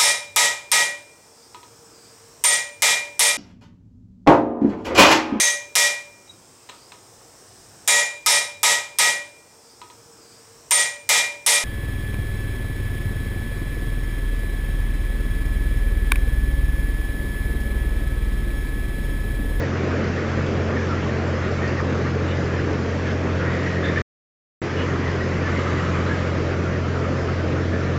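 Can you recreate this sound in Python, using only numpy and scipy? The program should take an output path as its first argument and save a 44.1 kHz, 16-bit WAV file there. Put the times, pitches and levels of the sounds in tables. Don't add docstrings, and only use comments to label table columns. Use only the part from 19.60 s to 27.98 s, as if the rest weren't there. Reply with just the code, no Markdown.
import sys
import numpy as np
from scipy import signal
from scipy.fft import rfft, irfft, next_fast_len
from scipy.io import wavfile
from scipy.ndimage import uniform_filter1d, map_coordinates

SR = 44100
rng = np.random.default_rng(int(sys.argv[2]) if len(sys.argv) > 2 else 0)


def int16_out(signal):
    q = np.round(np.clip(np.atleast_2d(signal).T, -1, 1) * 32767)
    wavfile.write(sys.argv[1], SR, q.astype(np.int16))


N = 369558


def amp(db):
    return 10 ** (np.asarray(db) / 20)


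def unit(x):
    return x / np.sqrt(np.mean(np.abs(x) ** 2) + 1e-20)


def over_frequency(rows, hz):
    row_hz, values = np.transpose(rows)
    return np.interp(np.log(hz + 1), np.log(row_hz + 1), values)


def over_time(rows):
    return np.interp(np.arange(N) / SR, *np.transpose(rows))


def wobble(rate_hz, size=N):
    knots = rng.standard_normal(int(size * rate_hz / SR) + 4)
    return map_coordinates(knots, [np.arange(size) * rate_hz / SR])


def filtered(x, response):
    size = next_fast_len(len(x) + 8192)
    hz = np.fft.rfftfreq(size, 1 / SR)
    return irfft(rfft(x, size) * response(hz), size)[:len(x)]


def resonance(hz, centre_hz, width_hz):
    return 1j * hz * width_hz / (centre_hz ** 2 - hz ** 2 + 1j * hz * width_hz)


def add(track, start_s, sound):
    span = track[int(start_s * SR):][:len(sound)]
    span += sound[:len(span)]


def turbulence(spectrum, patchy_db):
    bins = signal.stft(rng.standard_normal(N), nperseg=512)[2]
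    patches = uniform_filter1d(rng.standard_normal(bins.shape), size=5, axis=0)
    patches = uniform_filter1d(patches, size=12, axis=1)
    noise = signal.istft(bins * amp(patchy_db * unit(patches)), nperseg=512)[1][:N]
    return unit(filtered(noise, lambda hz: amp(over_frequency(spectrum, hz))))


# (frequency [Hz], relative density [dB])
ROAR_SPECTRUM = [(15, -10), (30, -10), (60, -11.5), (80, -2.5), (105, -4.5), (150, 1), (200, -1.5),
                 (280, -2), (340, -0.5), (430, -.5), (530, -3), (640, -8.5), (820, -16.5), (1300, -33.5),
                 (3000, -71.5)]
# (frequency [Hz], relative density [dB])
HISS_SPECTRUM = [(300, -25.5), (800, -4.5), (1200, 1), (1500, 0), (1850, -1), (2300, -5), (2900, -10.5),
                 (3800, -17), (5100, -17), (6300, -20), (7500, -27.5)]
# (time [s], level [dB])
HISS_LEVEL = [(0, -33), (3.6, -33), (5.2, -32), (6.4, -32.5), (7.1, -34), (8.38, -33.5)]


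def airflow(roar_db=-26):
    roar = amp(roar_db + 0.23 * wobble(4.8)) * turbulence(ROAR_SPECTRUM, patchy_db=1.0)
    hiss = amp(over_time(HISS_LEVEL) + 0.32 * wobble(12)) * turbulence(HISS_SPECTRUM, patchy_db=1.5)
    return roar + hiss


# (base level [dB], unsteadiness [0-1])
BLADE_HARMONICS = [(-49, 0.1), (-26.5, 0.06), (-31.5, 0.2), (-39, 0.96), (-38.5, 0.5), (-41.5, 0.99),
                   (-42, 0.4)]
# (time [s], gain [dB])
DRONE_SWELL = [(0, 0), (4.2, .3), (5.5, -.3), (6.4, 1.5), (7.1, .2), (8.38, 1)]
# (time [s], tilt [dB])
STANDING_WAVE_TILT = [(0, 4), (1.3, 4.5), (2.5, 2), (4.2, -5), (5.5, -2.5), (8.38, -0.5)]
# (frequency [Hz], base level [dB])
MOTOR_WHINES = [(634.4, -50.5), (3350, -68.5)]
# (time [s], gain [dB])
HUM_DIP = [(4.5, 0), (5.02, -8), (5.12, -5), (5.2, 0)]


def fan_hum(blade_hz=44.05):
    t = np.arange(N) / SR
    blade_phase = 2 * np.pi * np.cumsum(blade_hz * (1 + .0012 * wobble(1.49))) / SR
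    tilt_db = over_time(STANDING_WAVE_TILT)
    position_db = {2: over_time(DRONE_SWELL), 4: -tilt_db, 5: tilt_db}
    hum = np.zeros(N)
    for order, (db, unsteadiness) in enumerate(BLADE_HARMONICS, 1):
        waver = unit(1 + unsteadiness * (wobble(7) + 1j * wobble(7)) / np.sqrt(2))
        phase = order * blade_phase + 2 * np.pi * rng.random()
        hum += amp(db + position_db.get(order, 0)) * np.real(waver * np.exp(1j * phase))
    for hz, db in MOTOR_WHINES:
        hum += amp(db + 3.9 * wobble(3.7)) * np.sin(2 * np.pi * hz * t + wobble(6))
    return np.sqrt(2) * amp(over_time(HUM_DIP)) * hum


# (frequency [Hz], T60 [s])
HALL_T60 = [(200, 0.84), (1500, 0.47), (7000, 0.33)]


def hall_reverb(x):
    hz, t, bins = signal.stft(rng.standard_normal(SR), SR, nperseg=256)
    decay = amp(-60 * t / over_frequency(HALL_T60, hz)[:, None])
    tail = signal.istft(bins * decay, SR, nperseg=256)[1]
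    return signal.fftconvolve(x, tail / np.linalg.norm(tail))[:N]


# (time [s], level [dB], ring [Hz])
BEAK_TAPS = [(.44, -43.5, 4660), (0.864, -42, 3350), (1.915, -44.5, 4800), (2.075, -42.5, 4870),
             (2.345, -45.5, 4500), (2.855, -44.5, 4980), (3.13, -48, 5250)]


def pecks(t60_s=0.13, width_hz=600):
    track = np.zeros(N)
    t = np.arange(SR // 8) / SR
    for start_s, db, ring_hz in BEAK_TAPS:
        rattle = unit(filtered(rng.standard_normal(len(t)), lambda hz: resonance(hz, ring_hz, width_hz)))
        add(track, start_s, amp(db - 60 * t / t60_s) * rattle)
    return track


def syrinx(pitch_hz, roughness):
    size = len(pitch_hz)
    cycles = np.cumsum(pitch_hz * (1 + .015 * wobble(120, size))) / SR
    pulses = np.diff(np.floor(cycles), prepend=0)
    rasp = rng.standard_normal(size) * (1 + np.cos(2 * np.pi * cycles))
    return np.sqrt(1 - roughness) * unit(pulses - pulses.mean()) + np.sqrt(roughness) * unit(rasp)


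THROAT_HARMONIC, WAVER_OCT, CALL_EDGE_S = 3, .017, .007


def hen_call(length_s, pitch_hz, db, upper_hz, upper_db, upper_width_hz, roughness, width_hz, glide_oct=0):
    size = int(length_s * SR)
    progress = np.linspace(0, 1, size)
    voice = syrinx(np.full(2 * size, pitch_hz), roughness)

    def formant(centre_hz, band_hz):
        return unit(filtered(voice, lambda hz: resonance(hz, centre_hz, band_hz) ** 2))

    throat = amp(db) * formant(THROAT_HARMONIC * pitch_hz, width_hz)
    upper = amp(upper_db) * formant(upper_hz, upper_width_hz)
    speed = 2 ** (glide_oct * (progress - .5) + WAVER_OCT * wobble(35, size))
    call = map_coordinates(throat + upper, [np.cumsum(speed)])
    gate = signal.windows.tukey(size, 2 * CALL_EDGE_S / length_s)
    breath_db = 2.2 * wobble(70, size) - 1.2 * progress
    return call * unit(gate * amp(breath_db))


def calm_call(length_s, pitch_hz, db, roughness, width_hz=380, glide_oct=0):
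    return hen_call(length_s, pitch_hz, db,
                    upper_hz=2 * THROAT_HARMONIC * pitch_hz, upper_db=db - 21.5, upper_width_hz=310,
                    roughness=roughness, width_hz=width_hz, glide_oct=glide_oct)


def far_hens(count=45):
    track = np.zeros(N)
    for when, height, nearness in rng.random((count, 3)):
        cluck = calm_call(length_s=.042, pitch_hz=367 + 317 * height, db=-47 + 6 * nearness,
                          roughness=0.35, glide_oct=-.2)
        add(track, when * N / SR, cluck)
    return track


# (centre [Hz], width [Hz], relative gain [dB])
CRY_FORMANTS = [(1196, 390, 9), (2070, 380, 4), (2880, 670, -4), (4300, 900, -18), (5980, 2100, -27)]


def hoarse_cry(start_s=5.8, pitch_hz=412, base_db=-34.5, sag_db_per_s=4.5):
    def throat(hz):
        return sum((-1) ** k * amp(db) * resonance(hz, centre_hz, width_hz)
                   for k, (centre_hz, width_hz, db) in enumerate(CRY_FORMANTS))

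    t = np.arange(N) / SR - start_s
    attack_s, hold_s, release_s = .13, .74, .19
    breath = np.interp(t, np.cumsum([0, attack_s, hold_s, release_s]), [0, 1, 1, 0])
    voice = syrinx(pitch_hz * (1 + .02 * wobble(8)), roughness=0.94)
    return amp(base_db - sag_db_per_s * t) * breath * unit(filtered(voice, throat))


# (time [s], length [s], pitch [Hz], level [dB], glide [oct])
NEAR_CLUCKS = [ (0.56, .04, 613, -35.5, .3), (1.159, .05, 575, -35.5, -.15), (1.298, .04, 445, -32, -0.22),
               (1.452, .035, 376, -36.5, -0.23), (1.738, 0.026, 392, -38, -.1),
               (1.826, .033, 645, -40, -0.12), (1.979, .033, 760, -39, .1), (2.013, .052, 615, -35, -.02),
               (2.165, .04, 625, -34, -0.31), (2.198, 0.028, 398, -34.5, -0.068),
               (2.453, 0.058, 410, -37, -0.013), (3.794, .07, 492, -34.5, 0.044),
               (5.288, .028, 635, -39, 0.037), (5.467, .036, 635, -36.5, -0.21), (5.582, .03, 452, -35, 0),
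               (5.598, 0.04, 640, -35.5, -0.021), (5.713, 0.032, 655, -35.5, -0.13),
               (5.826, .07, 582, -33.5, 0.015), (5.956, .05, 680, -35.5, -.2),
               (6.17, 0.037, 650, -34.5, -.2), (6.486, .06, 545, -33.5, .08), (7.062, .026, 450, -36, -.15),
               (7.247, .028, 437, -35.5, -0.047), (7.333, .05, 478, -34.5, -0.3),
               (7.438, 0.024, 413, -33, 0.1), (7.51, 0.027, 393, -35.5, 0.052),
               (7.683, .022, 440, -31, 0.29), (7.78, .028, 520, -35.5, .1),
               (8.128, 0.041, 580, -34.5, 0.023), ]
# (time [s], length [s], pitch [Hz], level [dB], throat width [Hz])
NEAR_DRAWLS = [(3.824, .37, 634, -35.5, 401), (5.99, .46, 411.5, -36, 221)]
# (time [s], length [s], pitch [Hz], level [dB],
#           upper resonance [Hz], upper level [dB], upper width [Hz])
NEAR_SQUAWKS = [ (2.68, 0.071, 973, -45.5, 3550, -47, 450), (3.461, .067, 571, -39, 3150, -46.5, 650),
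                (4.226, .082, 593.4, -31, 3520, -41, 290), (4.356, .042, 598, -27, 3320, -47.5, 500),
                (5.161, 0.086, 481, -42.5, 2900, -40.5, 600), (6.458, .04, 458, -34.5, 4000, -47.5, 400), ]


def near_hens():
    track = np.zeros(N)
    for start_s, length_s, pitch_hz, db, glide_oct in NEAR_CLUCKS:
        add(track, start_s, calm_call(length_s, pitch_hz, db, roughness=.45, glide_oct=glide_oct))
    for start_s, length_s, pitch_hz, db, width_hz in NEAR_DRAWLS:
        add(track, start_s, calm_call(length_s, pitch_hz, db, roughness=.92, width_hz=width_hz))
    for start_s, *squawk in NEAR_SQUAWKS:
        add(track, start_s, hen_call(*squawk, roughness=.8, width_hz=490))
    return track


def scene():
    hens = hoarse_cry() + near_hens() + far_hens() + pecks()
    hens_in_hall = hens + amp(-6.5) * hall_reverb(hens)
    return (fan_hum() + airflow() + hens_in_hall)[None]


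# (time [s], gain [dB])
CUT_OUT = [(4.417, 0), (4.421, -40), (4.43, -100), (5.016, -100), (5.017, -1), (5.1, -.5), (5.18, 0)]


def record(dry):
    cutoff_hz, edge_hz = 7650, 120
    gated = dry[0] * amp(over_time(CUT_OUT))
    return filtered(gated, lambda hz: np.clip((cutoff_hz - hz) / edge_hz + .5, 0, 1))[None]


dry = scene()
out = record(dry)
int16_out(out)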